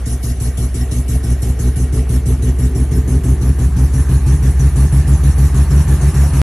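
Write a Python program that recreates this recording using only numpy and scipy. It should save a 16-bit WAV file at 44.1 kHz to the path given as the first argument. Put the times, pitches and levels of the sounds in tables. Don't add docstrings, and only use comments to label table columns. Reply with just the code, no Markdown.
import sys
import numpy as np
from scipy import signal
from scipy.fft import rfft, irfft, next_fast_len
from scipy.io import wavfile
from scipy.ndimage import uniform_filter1d

SR = 44100
rng = np.random.default_rng(int(sys.argv[2]) if len(sys.argv) > 2 else 0)


def output_pcm(signal):
    pcm = np.clip(np.atleast_2d(signal).T, -1, 1) * 32767
    wavfile.write(sys.argv[1], SR, np.round(pcm).astype(np.int16))


def volts_from_db(level):
    exponent = np.asarray(level, float) / 20
    return 10 ** exponent


N = 287527
TIME_S = np.arange(N) / SR
END_S = 6.4167

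# start_s [s], misfires that end the lope [count]
LOPES = [(-0.118, 5), (0.0506, 4), (0.2217, 4), (0.3932, 4), (0.5649, 4), (0.7346, 4), (0.9039, 4),
         (1.0724, 3), (1.2244, 4), (1.4101, 4), (1.5814, 3), (1.75, 4), (1.9151, 4), (2.0816, 4),
         (2.2479, 4), (2.4112, 4), (2.5763, 4), (2.7389, 4), (2.9021, 4), (3.066, 3), (3.2252, 4), (3.4, 4),
         (3.5751, 5), (3.7512, 4), (3.9235, 4), (4.0782, 5), (4.2491, 4), (4.4146, 5), (4.5808, 4),
         (4.7453, 3), (4.9111, 3), (5.0594, 4), (5.221, 4), (5.366, 4), (5.5279, 4), (5.6913, 3),
         (5.864, 3), (5.9968, 2), (6.1277, 3), (6.319, 4), (6.495, 1)]
PIPE_MODES = [(58.2, 9.2, 4.71, 4.06, -3.83, -1.53, 2.89, 4.23),
              (66.2, 10.1, 1.53, -1.44, 3.86, 4.21, 2.94, -0.44),
              (81.0, 27.3, -8.75, -6.06, 1.56, -2.59, -9.81, -8.04),
              (118.5, 8.5, -0.21, -0.39, -0.29, -0.47, 0.15, -1.08),
              (138.3, 16.8, 4.42, 2.33, -0.44, -1.37, 6.38, 4.67),
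              (190.2, 50.0, 1.5, 1.53, 0.12, 0.15, 1.46, 1.22),
              (212.6, 11.5, -0.1, -0.16, -0.14, 0.09, -0.79, -0.55),
              (248.7, 20.7, 1.83, 0.35, 0.37, 0.09, 1.25, 0.32),
              (293.0, 24.0, -0.42, -0.2, -0.22, 0.04, 1.24, 0.16),
              (369.6, 18.2, 0.13, 0.37, 0.07, -0.09, 0.55, 0.34),
              (437.9, 50.0, 0.23, 0.24, 0.01, -0.03, 0.65, 0.26)]
# time_s [s], note_db [dB], upper_db (upper modes' extra gain) [dB], roar_db [dB], hiss_db [dB]
WALK = [(0, -18, 3, -39, -39.5), (1, -14.5, 1.1, -38.5, -39), (2, -12.5, 1.5, -37.5, -41),
        (3, -12, 5, -38.7, -41.5), (4, -10.5, 0.5, -36.5, -38.5), (5, -9, -1, -36, -37.5),
        (6.4, -9.5, -1.7, -32.5, -35.5)]
# pitch_hz [Hz], level_db [dB per Hz]
FLANK_ROAR = [(280, -19), (480, -1), (537, -6.5), (711, -3), (933, -13), (1130, -10), (1240, -12.5),
              (1780, -13), (1900, -8.5), (2030, -17), (2230, -12), (2470, -20), (2790, -16.5), (3270, -22),
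              (4500, -26), (5850, -32), (9900, -120)]
# pitch_hz [Hz], level_db [dB per Hz]
TAIL_ROAR = [(280, -32), (480, -1.5), (672, -1), (819, 0), (987, -3), (1170, -1.5), (1340, -7.5),
             (1750, -3), (2070, -9), (2790, -13.5), (3300, -19), (4500, -18), (5850, -43.5), (9900, -120)]
# pitch_hz [Hz], likeness [-1 to 1]
ROAR_ALIKE = [(60, 0.64), (170, 1), (510, 0.64), (1480, 1), (4310, 0.95), (12600, -0.1)]
# pitch_hz [Hz], left_over_right_db [dB]
LEFT_LEAN = [(360, -2), (640, 2.6), (1170, 1), (2110, -0.5)]
# pitch_hz [Hz], level_db [dB per Hz]
HISS = [(1650, -24.5), (2800, -9.5), (3350, -11), (4280, -9.5), (4830, -13.5), (5600, -4), (8560, -4),
        (9250, -3), (9990, 3.5), (10400, 1.5), (12000, -7.5), (12600, -17), (13000, -26)]
# pitch_hz [Hz], likeness [-1 to 1]
HISS_ALIKE = [(3000, 0.39), (6000, 0.48), (9000, 0.26), (11500, 0.27), (12500, 0.75)]
# pitch_hz [Hz], width_hz [Hz],
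# relative flank_db [dB], relative tail_db [dB]
RASP_MODES = [(89.8, 32.6, 11, 7.5), (160.7, 38, 2, 9), (264, 59, -1, -1.5), (345.7, 42, -12.5, -5.5),
              (380.5, 17.6, 1.5, -3.5), (436.2, 9.4, 4.5, -3.5)]
# from_s, to_s [s]
CORNER_S = [2, 3.93]

CHAMBER_HZ, SPEEDUP_HZ_PER_S = 58, 1.7
RASP_DB = -14.5
FLANK_DEPTH_DB, TAIL_DEPTH_DB = 15, 9.5
HISS_RECEDES_M, SOUND_M_PER_S = 3.5, 310


def unit(x):
    return x / np.sqrt(np.mean(x ** 2) + 1e-20)


def along(points, hz):
    f, v = np.transpose(points)
    return np.interp(np.log(hz + 1), np.log(f + 1), v)


def curves(rows):
    s, *cols = np.transpose(rows)
    return [np.interp(TIME_S, s, c) for c in cols]


def filtered(x, response):
    m = next_fast_len(x.shape[-1] + SR // 2)
    return irfft(rfft(x, m) * response(np.fft.rfftfreq(m, 1 / SR)), m)[..., :x.shape[-1]]


def rush(spectrum, alike, patchy_db, lead_s):
    z = signal.stft(rng.standard_normal((2, N)), nperseg=512)[2]
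    field = rng.standard_normal(z.shape[1:])
    field = uniform_filter1d(uniform_filter1d(field, size=6, axis=0), size=6, axis=1)
    pair = signal.istft(z * volts_from_db(patchy_db * unit(field)), nperseg=512)[1][:, :N]

    def mid_side(hz):
        turn = np.arccos(np.clip(along(alike, hz), -1, 1)) / 2
        return volts_from_db(along(spectrum, hz)) * [np.cos(turn), np.sin(turn)]

    mid, side = filtered(pair, mid_side)
    stereo = np.array([mid + side, mid - side])
    return unit(filtered(stereo, lambda hz: np.exp(1j * np.pi * lead_s * np.outer([1, -1], hz))))


def chambers(surge, growth, scatter_db):
    trains = np.zeros((3, N + 2 * SR))
    for (s, misfires), (following, _) in zip(LOPES, LOPES[1:]):
        count = round((following - s) * (CHAMBER_HZ + SPEEDUP_HZ_PER_S * s))
        k = np.arange(1, count)
        share = k / count + surge * np.sin(2 * np.pi * k / count) / (2 * np.pi)
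        at = np.round((1 + s + share * (following - s)) * SR).astype(int)
        kind = np.where(k >= count - misfires, 1, np.where(k == 1, 2, 0))
        size = np.where(kind == 0, 1 + growth * k, 1)
        trains[kind, at] = size * volts_from_db(scatter_db * rng.standard_normal(16)[k])
    return trains


def outflow(fired, delay_s, rise_s, fall_s):
    def puff(f):
        delay = np.exp(-2j * np.pi * f * delay_s)
        return delay / (1 + 2j * np.pi * f * rise_s) / (1 + 2j * np.pi * f * fall_s)

    flow = filtered(fired, puff)[SR:SR + N]
    return flow / np.percentile(flow, 90)


def hiss(steady, first, level_db):
    flow = outflow(0.65 * steady + 2.76 * first, delay_s=-0.013, rise_s=0.0065, fall_s=0.027)
    burning = np.tanh(1.61 * flow)
    lag_s = TIME_S / END_S * HISS_RECEDES_M / SOUND_M_PER_S
    burning = np.interp(TIME_S - lag_s, TIME_S, burning)
    depth_db = np.interp(TIME_S, CORNER_S, [FLANK_DEPTH_DB, TAIL_DEPTH_DB])
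    jet = rush(HISS, HISS_ALIKE, patchy_db=3.5, lead_s=-0.0001687)
    return volts_from_db(level_db + depth_db * (burning - 0.34)) * jet


def roar(steady, first, puffs, corner, level_db):
    flank = rush(FLANK_ROAR, ROAR_ALIKE, patchy_db=2.0, lead_s=0)
    tail = rush(TAIL_ROAR, ROAR_ALIKE, patchy_db=1.5, lead_s=0)
    colour = np.cos(corner) * flank + np.sin(corner) * tail
    colour = filtered(colour, lambda hz: volts_from_db(np.outer([.5, -.5], along(LEFT_LEAN, hz))))
    firings = outflow(steady + first, delay_s=0.0019, rise_s=0.0018, fall_s=0.0057)
    flutter = np.arange(N) / N * (firings - .3)
    return volts_from_db(level_db + 2.67 * (puffs - 0.81) + 2.6 * flutter) * colour


def rasp(puffs, corner, depth_db):
    hz, width, *db = np.transpose(RASP_MODES)[:, :, None]

    def modes(f):
        resonance = f * width / np.abs(hz * hz - f * f + 1j * f * width)
        return (volts_from_db(db) * resonance ** 2).sum(axis=1)

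    flank, tail = filtered(rng.standard_normal(N), modes)
    singing = np.cos(corner) ** 2 * flank + np.sin(corner) ** 2 * tail
    return unit(volts_from_db(depth_db * (puffs - .6)) * singing)


def exhaust(trains, level_db, upper_db, warming, blowdown_hz):
    cool_hz, width, *gains = np.transpose(PIPE_MODES)[:, :, None]
    near = TIME_S / END_S
    parts = np.zeros((2, N))
    for place, share in enumerate([1 - near, near]):
        hz = cool_hz * (1 + warming * place)
        for train, gain in zip(trains, gains[place::2]):
            def split(f):
                modes = gain * hz / (hz * hz - f * f + 1j * f * width) / (1 + 1j * f / blowdown_hz)
                return [modes[:7].sum(axis=0), modes[7:].sum(axis=0)]

            parts += share * filtered(train, split)[:, SR:SR + N]
    lower, upper = parts
    note = volts_from_db(level_db) * (lower + volts_from_db(upper_db) * upper) / np.std(parts.sum(axis=0))
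    return filtered(note, lambda hz: 1 / (1 + (hz / 530) ** 8))


def scene():
    note_db, upper_db, roar_db, hiss_db = curves(WALK)
    trains = chambers(surge=.038, growth=.013, scatter_db=.8)
    steady, _, first = trains
    puffs = outflow(steady + 1.5 * first, delay_s=-0.0089, rise_s=0.00085, fall_s=0.023)
    corner = np.interp(TIME_S, CORNER_S, [0, np.pi / 2])
    gas = hiss(steady, first, hiss_db) + roar(steady, first, puffs, corner, roar_db)
    pipe_rasp = volts_from_db(note_db + upper_db + RASP_DB) * rasp(puffs, corner, depth_db=6.0)
    note = exhaust(trains, note_db, upper_db, warming=.046, blowdown_hz=900)
    return note + pipe_rasp + gas


def low_pass(x):
    return signal.sosfilt(signal.butter(12, 13150, fs=SR, output="sos"), x)


def record(dry):
    rounded = dry / (1 + np.abs(dry / .95) ** 6) ** (1 / 6)
    mix = rounded * (np.arange(N) < END_S * SR)
    return low_pass(mix)


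dry = scene()
out = record(dry)
output_pcm(out)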